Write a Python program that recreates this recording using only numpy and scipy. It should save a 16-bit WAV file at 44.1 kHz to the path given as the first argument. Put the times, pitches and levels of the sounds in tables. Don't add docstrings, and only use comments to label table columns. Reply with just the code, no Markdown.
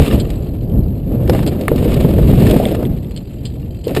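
import sys
import numpy as np
from scipy import signal
from scipy.fft import rfft, irfft
from scipy.io import wavfile
from scipy.ndimage import uniform_filter1d

SR = 44100
rng = np.random.default_rng(int(sys.argv[2]) if len(sys.argv) > 2 else 0)


def generate_wav(signal):
    frames = np.transpose(np.atleast_2d(signal))
    scaled = np.clip(frames, -1, 1) * 32767
    pcm = np.round(scaled).astype(np.int16)
    wavfile.write(sys.argv[1], SR, pcm)


N = 176400


def amp(db):
    return 10 ** (np.asarray(db) / 20)


def unit_rms(x):
    return x / np.sqrt(np.mean(x ** 2) + 1e-20)


def curves(rows):
    times, *columns = np.transpose(rows)
    return [np.interp(np.arange(N) / SR, times, column) for column in columns]


def coloured(x, colour):
    hz, db = np.transpose(colour)
    freqs = np.maximum(np.arange(N // 2 + 1) * SR / N, 1)
    gain = amp(np.interp(np.log(freqs), np.log(hz), db))
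    return unit_rms(irfft(rfft(x) * gain, N))


def drift(corner_hz):
    freqs = np.arange(N // 2 + 1) * SR / N
    return unit_rms(irfft(rfft(rng.standard_normal(N)) / (1 + (freqs / corner_hz) ** 2), N))


def steady_noise(colour, window):
    noise = coloured(rng.standard_normal(N), colour)
    power = uniform_filter1d(uniform_filter1d(noise * noise, window), window)
    return noise / np.sqrt(power + 1e-9)


def clicks(times, gains):
    out = np.zeros(N)
    np.add.at(out, np.clip((np.asarray(times) * SR).astype(int), 0, N - 1), gains)
    return out


def dying(start, db, decay_s):
    age = np.arange(N) / SR - start
    return amp(db) * (age >= 0) * np.exp(-np.clip(age / decay_s, 0, 40))


def grains(per_s, spread_db):
    sizes = amp(spread_db * np.minimum(rng.exponential(1, N), 4)) * rng.choice([-1, 1], N)
    return sizes * (rng.random(N) < per_s / SR)


def ring(force, modes, t60_s):
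    out, radius = 0, np.exp(-np.log(1000) / (t60_s * SR))
    for k, (hz, db) in enumerate(modes):
        angle = 2 * np.pi * hz / SR
        poles = [1, -2 * radius * np.cos(angle), radius * radius]
        out = out + (-1) ** k * amp(db) * signal.lfilter([0, np.sin(angle)], poles, force + 1e-18)
    return out


def struck(times, gains, modes, t60_s):
    strengths = rng.standard_normal((len(times), len(modes))).T
    return sum(ring(clicks(times, gains * own), [mode], t60_s) for mode, own in zip(modes, strengths))


# time in seconds, level in dB.
WIND_LEVELS = [(0,2.5),(.07,-27),(.15,-8.5),(.21,-17),(.55,-19),(.69,-17),(.77,-10),(.99,-18),(1.3,-11),(1.64,-20),(1.75,-13.5),(2,-12.5),(2.44,-5),(2.64,-21.5),(2.88,-14),(3.26,-27.5),(3.6,-21),(3.92,-25),(4,-14)]
# frequency in Hz, relative density in dB.
WIND_COLOUR = [(15,-18.5),(50,0.5),(135,-1),(300,-12.5),(650,-27),(1050,-46),(1500,-56),(4000,-68)]
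def wind(buffet_db=0.98):
    level_db, = curves(WIND_LEVELS)
    return amp(level_db + buffet_db * drift(5.5)) * steady_noise(WIND_COLOUR, window=1800)


# time in seconds, ticks per second, level in dB.
COASTING = [(.3,44,-51),(.9,40,-58),(2.9,47,-55),(3.8,46,-53.5)]
# frequency in Hz, relative level in dB.
HUB_MODES = [(2690,-1),(3170,1.5),(4200,3.5),(4700,2.5),(7370,1),(7800,1)]
def freewheel(pawl_lag_s=0.0036, click_decay_s=0.0017, click_db=-1, waver=0.11, uneven_db=4):
    rate, level_db = curves(COASTING)
    teeth_passed = np.cumsum(rate * (1 + waver * drift(9.2))) / SR
    tooth_times = np.flatnonzero(np.diff(np.floor(teeth_passed))) / SR
    times = np.concatenate([tooth_times, tooth_times + pawl_lag_s])
    jitter, strength = rng.standard_normal((len(times), 2)).T
    drops = clicks(times + .0012 * jitter, amp(uneven_db * np.tanh(strength)))
    envelope = signal.lfilter([1], [1, -np.exp(-1 / (click_decay_s * SR))], drops)
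    skid = envelope * rng.standard_normal(N)
    hub = sum(ring(skid * amp(uneven_db * np.tanh(drift(10))), [mode], t60_s=.06) for mode in HUB_MODES)
    return amp(level_db) * unit_rms(unit_rms(hub) + amp(click_db) * coloured(skid, BRIGHT_COLOUR))


# start in seconds, level in dB, decay in seconds.
JINGLES = [(0.1995,-19.5,0.0074),(1.475,-22,0.0091),(3.163,-28,0.0057),(3.174,-30,0.0059),(3.452,-27.5,0.015),(3.8415,-34.5,0.018)]
# frequency in Hz, relative level in dB.
LINK_MODES = [(3190,3),(3650,-3.5),(4200,3),(4900,0),(7500,0.5),(8800,-3.5)]
# start in seconds, level in dB.
SLAPS = [(2.654,-11.5),(2.8523,-24),(3.046,-36)]
# frequency in Hz, gain in dB.
CLINK_MODES = [(2100,-4.5),(3250,-2.5),(3600,-3),(8600,-7)]
def chain(link_t60_s=0.008):
    touches = grains(per_s=1700, spread_db=0)
    shake = sum(dying(start, db, decay_s) for start, db, decay_s in JINGLES)
    steady_level = np.std(ring(touches, LINK_MODES, link_t60_s))
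    jingles = ring(touches * shake, LINK_MODES, link_t60_s) / steady_level
    starts, slap_db = np.transpose(SLAPS)
    return jingles + ring(clicks(starts, amp(slap_db)), CLINK_MODES, t60_s=0.013)


# start in seconds, bright level in dB, dull level in dB.
CLACKS = [(0.303,-28,-34),(1.2766,-33.5,-25),(1.2966,-20,-10),(1.333,-28.5,-18),(1.3488,-32,-12.5),(1.391,-33,-19),(1.4297,-30,-18),(1.464,-23,-38),(1.6115,-27.5,-55),(1.6813,-24,-16),(1.76,-27.5,-33),(1.942,-23,-35),(2.0077,-24,-24),(2.1833,-33,-21.5),(2.467,-23,-17),(2.511,-18,-18),(2.7484,-31.5,-17.5),(2.829,-38,-22),(3.11,-38.5,-45),(3.88,-26.5,-34),(3.9491,-22,-22),(3.965,-23.5,-15.5),(3.97,-29,-14)]
# frequency in Hz, relative density in dB.
BRIGHT_COLOUR = [(600,-22),(2600,1.5),(3700,1),(6000,-4),(8600,-4.5),(15000,-13)]
DULL_COLOUR = [(200,1),(600,9.5),(1150,-3),(2300,-13.5),(8000,-70)]
# frequency in Hz, gain in dB.
FRAME_MODES = [(1190,-0.5),(1800,-2),(2230,-8),(2790,-1),(3740,-3.5),(5180,-8)]
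SNAP_MODES = [(1206,-1.5),(1760,-4.5),(2175,-2.5),(2900,-17),(10100,-8.5),(14000,-16)]
FRAME_T60_S = 0.029
def frame(decay_s=0.0055, ring_db=-5.5, snap_at_s=1.6815, snap_db=-4):
    bright = sum(dying(start, db, decay_s) for start, db, _ in CLACKS)
    bright *= steady_noise(BRIGHT_COLOUR, window=100)
    dull = sum(dying(start, db, decay_s) for start, _, db in CLACKS)
    dull *= steady_noise(DULL_COLOUR, window=150)
    starts, bright_db, dull_db = np.transpose(CLACKS)
    ringing = struck(starts, amp((bright_db + dull_db) / 2 + ring_db), FRAME_MODES, FRAME_T60_S)
    snap = ring(clicks([snap_at_s], amp(snap_db)), SNAP_MODES, t60_s=0.012)
    return bright + dull + ringing + snap


def rattle(relative_db=-8):
    tread_db, = curves(TREAD_LEVELS)
    taps = grains(per_s=63, spread_db=4) * amp(tread_db + relative_db)
    hits = np.flatnonzero(taps)
    return struck(hits / SR, taps[hits], FRAME_MODES, FRAME_T60_S)


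# time in seconds, level in dB.
DRUM_LEVELS = [(0,-26.5),(.15,-13.5),(.25,-25),(.68,-36.5),(.82,-28),(1.03,-38.5),(1.14,-22.5),(1.33,-20.5),(1.64,-21),(1.74,-17.5),(2.2,-17.5),(2.54,-13.5),(2.84,-20),(3,-37.5),(3.84,-43),(3.88,-20.5),(4,-24.5)]
TREAD_LEVELS = [(0,-31.5),(.065,-27),(.16,-32.5),(.25,-44.5),(.7,-59),(1.28,-49),(1.33,-35.5),(1.55,-44.5),(1.97,-35),(2.12,-37.5),(2.42,-30),(2.6,-32.5),(3,-53.5),(3.83,-56.5),(3.88,-39),(3.94,-44.5),(3.97,-29),(4,-42)]
# frequency in Hz, relative density in dB.
DRUM_COLOUR = [(60,-8),(230,4),(500,-3),(670,-11),(850,-23),(1500,-33.5),(3000,-50)]
TREAD_COLOUR = [(300,3),(900,2),(1500,-3),(2700,3.5),(6000,-9.5),(9000,-5.5),(15000,-14.5)]
def tyres(bumpy_db=3.0, scuff_db=3.0, grit_db=-4.5):
    drum_db, = curves(DRUM_LEVELS)
    tread_db, = curves(TREAD_LEVELS)
    bumps = drift(41)
    drum = amp(drum_db + bumpy_db * bumps) * steady_noise(DRUM_COLOUR, window=1300)
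    hiss = rng.standard_normal(N)
    grit = amp(grit_db) * unit_rms(grains(per_s=450, spread_db=4.5))
    scuffs = .5 * bumps + drift(23)
    return drum + amp(tread_db + scuff_db * scuffs) * coloured(hiss + grit, TREAD_COLOUR)


# start in seconds, blow in dB, board pitch in Hz, push on the ramp in dB.
KNOCKS = [(.024,-17.5,545,1.5),(.137,-11.5,552,-1),(.79,-19,325,3),(1.295,-3,491,-13),(1.715,-7,468,0.5),(1.855,-4,475,-17),(2.046,-8,450,7),(2.326,-6.5,325,-8),(2.501,-10,606,-7),(2.562,-2,281,4.5),(2.599,-7.5,646,-26),(2.66,-11,610,-7),(3.869,-9,490,-29.5),(3.969,-9,413,-29)]
# multiple of its pitch, gain in dB.
BOARD_MODES = [(.64,-4.5),(1.004,2),(1.28,-9.5),(1.9,-19.5)]
def boards(scrub_db=-29, scrub_s=0.018, contact_s=0.00067, thud_hz=141, lowpass_hz=1100):
    knocks = 0
    for start, db, pitch_hz, _ in KNOCKS:
        scrub = dying(start, db + scrub_db, scrub_s) * rng.standard_normal(N)
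        modes = [(pitch_hz * ratio, mode_db) for ratio, mode_db in BOARD_MODES]
        knocks = knocks + ring(clicks([start], amp(db)) + scrub, modes, t60_s=0.044)
    starts, _, _, push_db = np.transpose(KNOCKS)
    softness = np.exp(-1 / (contact_s * SR))
    push = signal.lfilter([1 - softness], [1, -softness], clicks(starts, amp(push_db)))
    thuds = ring(push, [(thud_hz, 0)], t60_s=0.043)
    return signal.sosfilt(signal.butter(2, lowpass_hz, fs=SR, output="sos"), knocks + thuds)


def scene():
    return (wind() + tyres() + boards() + frame() + rattle() + chain() + freewheel())[None]


# centre in Hz, width in Hz, gain per pass in dB.
TREBLE_DIPS = [(5990,1590,-8.5),(10400,900,-4)]
def record(dry, ceiling=0.97, mirror_hz=11930, mirror_db=-23, cutoff_hz=15300):
    x = dry
    for hz, width_hz, db in TREBLE_DIPS * 2:
        band = signal.lfilter(*signal.iirpeak(hz, hz / width_hz, fs=SR), x)
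        x = x + (amp(db) - 1) * band
    clipped = x / (1 + np.abs(x / ceiling) ** 12) ** (1 / 12)
    rumble = signal.sosfilt(signal.butter(2, [232, 1000], "band", fs=SR, output="sos"), clipped)
    sizzle = amp(mirror_db) * rumble * np.cos(2 * np.pi * mirror_hz * np.arange(N) / SR)
    return signal.sosfilt(signal.ellip(10, .3, 80, cutoff_hz, fs=SR, output="sos"), clipped + sizzle)


dry = scene()
out = record(dry)
generate_wav(out)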